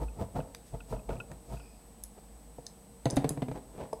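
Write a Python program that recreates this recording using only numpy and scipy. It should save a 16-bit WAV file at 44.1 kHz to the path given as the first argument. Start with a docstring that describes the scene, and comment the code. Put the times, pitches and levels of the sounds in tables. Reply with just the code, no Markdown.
"""A thin brass tube rolls to and fro under a craft knife on a cutting board: the strokes rumble
in the board and rock the table, and the tube ticks as it slips under the edge.
The blade clicks, scrapes and sings thinly as it scores through; then hands and knife knock
on the table, and the knife is slid aside and put down.
Behind it lies a small quiet room with a low hum and a thin steady whine."""
import sys
import numpy as np
from scipy import signal
from scipy.fft import rfft, irfft
from scipy.io import wavfile

SR = 44100
rng = np.random.default_rng(int(sys.argv[2]) if len(sys.argv) > 2 else 0)


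def wrap_up_sound(samples):
    """Save the sound to the file named by the first command line argument, as 16-bit audio."""
    columns = np.atleast_2d(samples).T
    # keep every value between -1 and 1, then stretch to whole-number steps
    tamed = np.clip(columns, -1, 1)
    steps = np.round(tamed * 32767).astype(np.int16)
    wavfile.write(sys.argv[1], SR, steps)


N = 176400
T = np.arange(N) / SR
HIT_N = N // 10  # samples in one hit or room tail
HIT_T = T[:HIT_N]

# modes of the cutting board: f/Hz, level/dB, t60/s
BOARD_MODES = [(320, -16.5, 0.016), (468.5, -1.5, 0.059), (557, 4.5, 0.01), (675, 0, 0.042),
               (902.6, -4.5, 0.031), (1280, -16, 0.05)]
# tone colour of hard contact and grit: f/Hz, level/dB
CRACK_COLOUR = [(1300, 4), (2200, 5.5), (3000, -1), (3900, -3), (5200, -11.5), (10000, -13.5), (16000, -26)]


def undb(db):
    """Decibels to gain."""
    return 10 ** (np.asarray(db) / 20)


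def unit(x):
    """Scale to rms 1."""
    return x / np.std(x)


def fade(t, t60):
    """Exponential decay, 60 dB down after t60 seconds."""
    return np.exp(-np.log(1000) * t / t60)


def colour(x, points):
    """Minimum-phase EQ through points of f/Hz, level/dB."""
    hz, db = np.array(points).T
    size = 2 * len(x)
    curve_db = np.interp(np.log(np.fft.rfftfreq(size, 1 / SR) + 1), np.log(hz), db)
    cepstrum = irfft(np.log(undb(curve_db)))[:len(x)]
    cepstrum[1:] *= 2
    return irfft(rfft(x, size) * np.exp(rfft(cepstrum, size)))[:len(x)]


def narrow(hz, width_hz):
    """Noise in one narrow band, rms 1."""
    f = np.fft.rfftfreq(N, 1 / SR)
    return unit(irfft(rfft(rng.standard_normal(N)) / (1 + ((f - hz) / width_hz * 2) ** 2), N))


def ring(modes, detune=0):
    """Decaying sines of alternating sign, each with its own random relative detune."""
    out = np.zeros(HIT_N)
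    for k, (hz, db, t60) in enumerate(modes):
        pitch = hz * (1 + detune * rng.standard_normal())
        out += (-1) ** k * undb(db) * fade(HIT_T, t60) * np.sin(2 * np.pi * pitch * HIT_T)
    return out


def swell(at, rise, fall):
    """Envelope of a push that builds to a peak and dies away; times in seconds."""
    return np.exp(-np.abs((T - at) / np.where(T < at, rise, fall)) ** 1.53)


def add(out, at, sound):
    """Mix a sound in at a time in seconds."""
    i = max(int(at * SR), 0)
    out[i:i + len(sound)] += sound[:N - i]


def bumps(per_s, spread_db):
    """Random small impacts of uneven size."""
    impacts = (rng.random(N) < per_s / SR) * rng.choice([-1, 1], N)
    return impacts * undb(spread_db * np.clip(rng.standard_normal(N), -2, 2))


def room(x, wet_db=0):
    """Add a short diffuse tail from the nearby walls; the treble dies first."""
    late = np.maximum(HIT_T - 0.00614, 0)  # pre-delay
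    tail = 0
    for kind, t60, db in [("low", 0.64, -11.5), ("high", 0.17, -9)]:
        echoes = rng.standard_normal(HIT_N) * fade(late, t60) * (late > 0)
        band = signal.butter(2, 2000, kind, fs=SR, output="sos")
        tail = tail + undb(db) * signal.sosfilt(band, echoes / np.linalg.norm(echoes))
    return x + undb(wet_db) * signal.fftconvolve(x, tail)[:N]


def room_tone():
    """A bed of air, narrow bands of hum and hiss, and a thin electrical whine."""
    # tone colour of the air: f/Hz, level/dB
    air_colour = [(30, -18), (50, -2), (90, -17.5), (200, -8.5), (400, -22), (750, -19), (1400, -33),
                  (3000, -36.5), (12500, -36), (16000, -45)]
    # hum and hiss bands: f/Hz, width/Hz, level/dB
    hum_bands = [(52, 5.5, -57.5), (465.7, 18, -67), (8880, 550, -70.5)]
    air = undb(-55.5) * unit(colour(rng.standard_normal(N), air_colour))
    hum = sum(undb(db) * narrow(hz, width) for hz, width, db in hum_bands)
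    whine = undb(-66.5) * np.sqrt(2) * np.sin(2 * np.pi * 8005 * T)
    return air + hum + whine


def crunch():
    """Grit crunches under the knife while it is pressed and shifted between the knocks."""
    grit = unit(colour(bumps(per_s=700, spread_db=5.1), CRACK_COLOUR))
    return undb(-60) * swell(at=3.18, rise=0.098, fall=0.098) * grit


def sliding():
    """Skin and knife handle rub across the board."""
    # sliding moves: peak t/s, rise/s, fall/s, level/dB
    slides = [(2.183, 0.011, 0.013, -49), (3.121, 0.034, 0.21, -41), (3.561, 0.012, 0.021, -38),
              (3.821, 0.052, 0.035, -39)]
    # tone colour of the rub: f/Hz, level/dB
    rub_colour = [(60, 5.5), (480, 8.5), (850, 3.5), (1300, -11), (2500, -18), (14000, -39)]
    rub = unit(colour(bumps(per_s=1500, spread_db=2.1), rub_colour))
    return rub * sum(undb(db) * swell(at, rise, fall) for at, rise, fall, db in slides)


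def knocks():
    """Hands and knife land with a short push that rings board and table; hard contact adds a crack."""
    # blows: t/s, body peak/dB, contact/ms, table boom before trim/dB, crack before trim/dB
    blows = [(.365, -24.5, 0.1, -2.5, -42.5), (0.389, -26.5, 0.69, -9, -54), (.925, -27, 0.08, -22, -52),
             (1.091, -28, 0.07, -36, -40), (2.583, -34, 1, -12, -61), (3.056, -15.5, 0.46, 3, -38.5),
             (3.065, -22.5, 0.14, 5, -32.5), (3.127, -25.5, 1, 1, -53), (3.168, -17.5, 0.86, -3, -24.5),
             (3.172, -16, 0.18, 10, -29), (3.2428, -18, 0.75, -0.5, -29), (3.304, -25, 0.72, 5, -44),
             (3.373, -27, 1, 0, -43), (3.42, -20.5, 0.25, 11, -35), (3.425, -26.5, 0.38, -21, -39.5),
             (3.483, -25.5, 0.69, 1, -41), (3.514, -27.5, 0.12, 6, -40.5),
             (3.929, -23.5, 0.079, -17.5, -46.5)]
    # low modes of the table: f/Hz, level/dB, t60/s
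    table_modes = [(132.4, -3, 0.12), (166.7, -3.5, 0.083), (279.3, -2.5, 0.1)]
    trim_db, crack_rise_s = -6, 0.00093
    out = np.zeros(N)
    for at, db, contact_ms, boom_db, crack_db in blows:
        push = HIT_T * np.exp(-HIT_T * 1000 / (contact_ms / 2))  # longer contact, duller knock
        board = ring(BOARD_MODES, detune=0.082)
        boom = undb(boom_db + trim_db) * ring(table_modes, detune=0.041)
        body = signal.fftconvolve(board + boom, push)[:HIT_N]
        crack = unit(colour(rng.standard_normal(HIT_N), CRACK_COLOUR))
        crack *= fade(HIT_T, t60=0.045) * np.minimum(HIT_T / crack_rise_s, 1)
        add(out, at, undb(db) * body / np.abs(body).max() + undb(crack_db + trim_db) * crack)
    return out


def squeal():
    """The edge sings thinly on the brass as the cut finishes: two bands an octave apart."""
    hz, width_hz = 2490, 300
    tones = narrow(hz, width_hz) + narrow(2 * hz, 2 * width_hz)
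    return undb(-70) * swell(at=1.65, rise=0.12, fall=0.12) * tones


def scraping():
    """The edge drags over the brass with a fine, grainy hiss."""
    # drags of the edge: peak t/s, rise and fall/s, level/dB
    scrapes = [(0.682, .035, -63.5), (0.912, 0.024, -57.5), (1.143, 0.029, -70), (1.54, 0.058, -61)]
    # tone colour of steel on brass: f/Hz, level/dB
    hiss_colour = [(2000, -4), (5000, -3), (12000, -6.5), (16000, -17)]
    hiss = unit(colour(bumps(per_s=6000, spread_db=3.7), hiss_colour))
    return hiss * sum(undb(db) * swell(at, ramp, ramp) for at, ramp, db in scrapes)


def blade_clicks():
    """Blade and holder slip: dry chatter rings short steel modes, and the contact sets the colour."""
    # slips: t/s, peak/dB, focus f/Hz, roll-off to either side/(dB per octave)
    slips = [(.548, -31, 1910, 5), (1.316, -39.5, 1510, 7.5), (2.037, -26.5, 11000, 11),
             (2.6662, -29.5, 5200, 11.5), (3.056, -25.5, 3500, 12.5), (3.101, -27, 5800, 10),
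             (3.107, -23.5, 7330, 21.5), (3.16, -34.5, 8900, 9), (3.167, -26, 5850, 12),
             (3.292, -22, 8950, 9), (3.931, -37, 6940, 9)]
    # modes of the blade: f/Hz, level/dB, t60/s
    blade_modes = [(1850, 4.5, 0.03), (3516, -2.5, 0.018), (5190, 5, 0.0097), (6080, 4.5, 0.009),
                   (9250, 2, 0.013), (9990, 7.5, 0.014), (12000, -19, 0.0026)]
    chatter_s, grit_db = 0.0024, -6
    ringing_slope = 16.6  # dB per octave; contacts this focused ring fully, broader ones crack dryly
    top_cut = signal.butter(4, 11500, fs=SR, output="sos")
    out = np.zeros(N)
    for at, db, hz, slope in slips:
        chatter = rng.standard_normal(HIT_N) * np.exp(-(HIT_T / chatter_s) ** 2)
        steel = signal.fftconvolve(chatter, ring(blade_modes, detune=0.025))[:HIT_N]
        focus = [(hz * 2. ** octave, -slope * abs(octave)) for octave in range(-4, 3)]
        ringing = min(slope / ringing_slope, 1) ** 2
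        snap = colour(ringing * unit(steel) + undb(grit_db) * unit(chatter), focus)
        snap = signal.sosfilt(top_cut, snap)
        add(out, at, undb(db) * snap / np.abs(snap).max())
    return out


def tube_ticks():
    """The tube slips under the edge: a few milliseconds of chatter excite its modes."""
    # slips: t/s, peak/dB
    slips = [(0.081, -50), (0.402, -40.5), (0.803, -43.5), (.962, -50), (0.99, -54.5), (1.103, -41),
             (1.13, -53), (1.165, -52), (1.2, -31.5), (1.568, -49), (1.598, -48)]
    # modes of the brass tube: f/Hz, level/dB, t60/s
    tube_modes = [(1437, -6.5, 0.05), (2527, 6, 0.013), (2585, 7.5, 0.015)]
    rise_s = 0.0019
    out = np.zeros(N)
    for at, db in slips:
        chatter = rng.standard_normal(HIT_N) * HIT_T * np.exp(-HIT_T / rise_s)
        tick = signal.fftconvolve(chatter, ring(tube_modes, detune=0.0069))[:HIT_N]
        add(out, at, undb(db) * tick / np.abs(tick).max())
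    return out


def tube_rolling():
    """The tube bumps over the rough board and each push rocks the table."""
    # strokes: peak t/s, rise/s, fall/s, rumble gain/dB, rocking level/dB
    strokes = [(0.028, 0.04, 0.017, -36.5, -33.5), (0.217, 0.035, 0.028, -34.5, -46.5),
               (0.365, 0.014, 0.055, -34.5, -40), (0.744, 0.012, 0.023, -40, -41.5),
               (0.934, 0.031, 0.045, -38, -37.5), (1.095, 0.0058, 0.069, -36, -36.5),
               (1.319, 0.017, 0.032, -46, -57), (1.522, 0.026, 0.049, -40.5, -40.5)]
    # tone colour of the roll: f/Hz, level/dB
    roll_colour = [(60, 0.5), (115, 9), (220, -1.5), (700, -18), (1000, -32), (1500, -27.5), (3000, -34),
                   (12000, -43)]
    grain = bumps(per_s=1700, spread_db=5.5)
    board_ring = unit(signal.fftconvolve(grain, ring(BOARD_MODES))[:N])
    rumble = unit(colour(grain, roll_colour)) + undb(-3.5) * board_ring
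    out = np.zeros(N)
    for at, rise, fall, rumble_db, rock_db in strokes:
        rock_hz = 50 * (1 + 0.06 * rng.standard_normal())
        rock = np.sqrt(2) * np.sin(2 * np.pi * rock_hz * T)
        out += undb(rumble_db) * swell(at, rise, fall) * rumble
        out += undb(rock_db) * swell(at, rise=0.026, fall=0.074) * rock
    return out


def scene():
    """The work table close up, in mono over the room tone; the tube's ticks are the driest layer."""
    board = room(tube_rolling() + sliding() + knocks() + crunch())
    tube = room(tube_ticks(), wet_db=-12)
    blade = room(blade_clicks() + scraping() + squeal(), wet_db=-2)
    return (room_tone() + board + tube + blade)[None]


def record(dry):
    """Master EQ: thin the lowest bass and cut the top steeply."""
    low_cut = signal.butter(2, 22, "high", fs=SR, output="sos")
    top_cut = signal.ellip(8, 0.2, 70, 15800, fs=SR, output="sos")
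    return signal.sosfilt(top_cut, signal.sosfilt(low_cut, dry))


dry = scene()
out = record(dry)
wrap_up_sound(out)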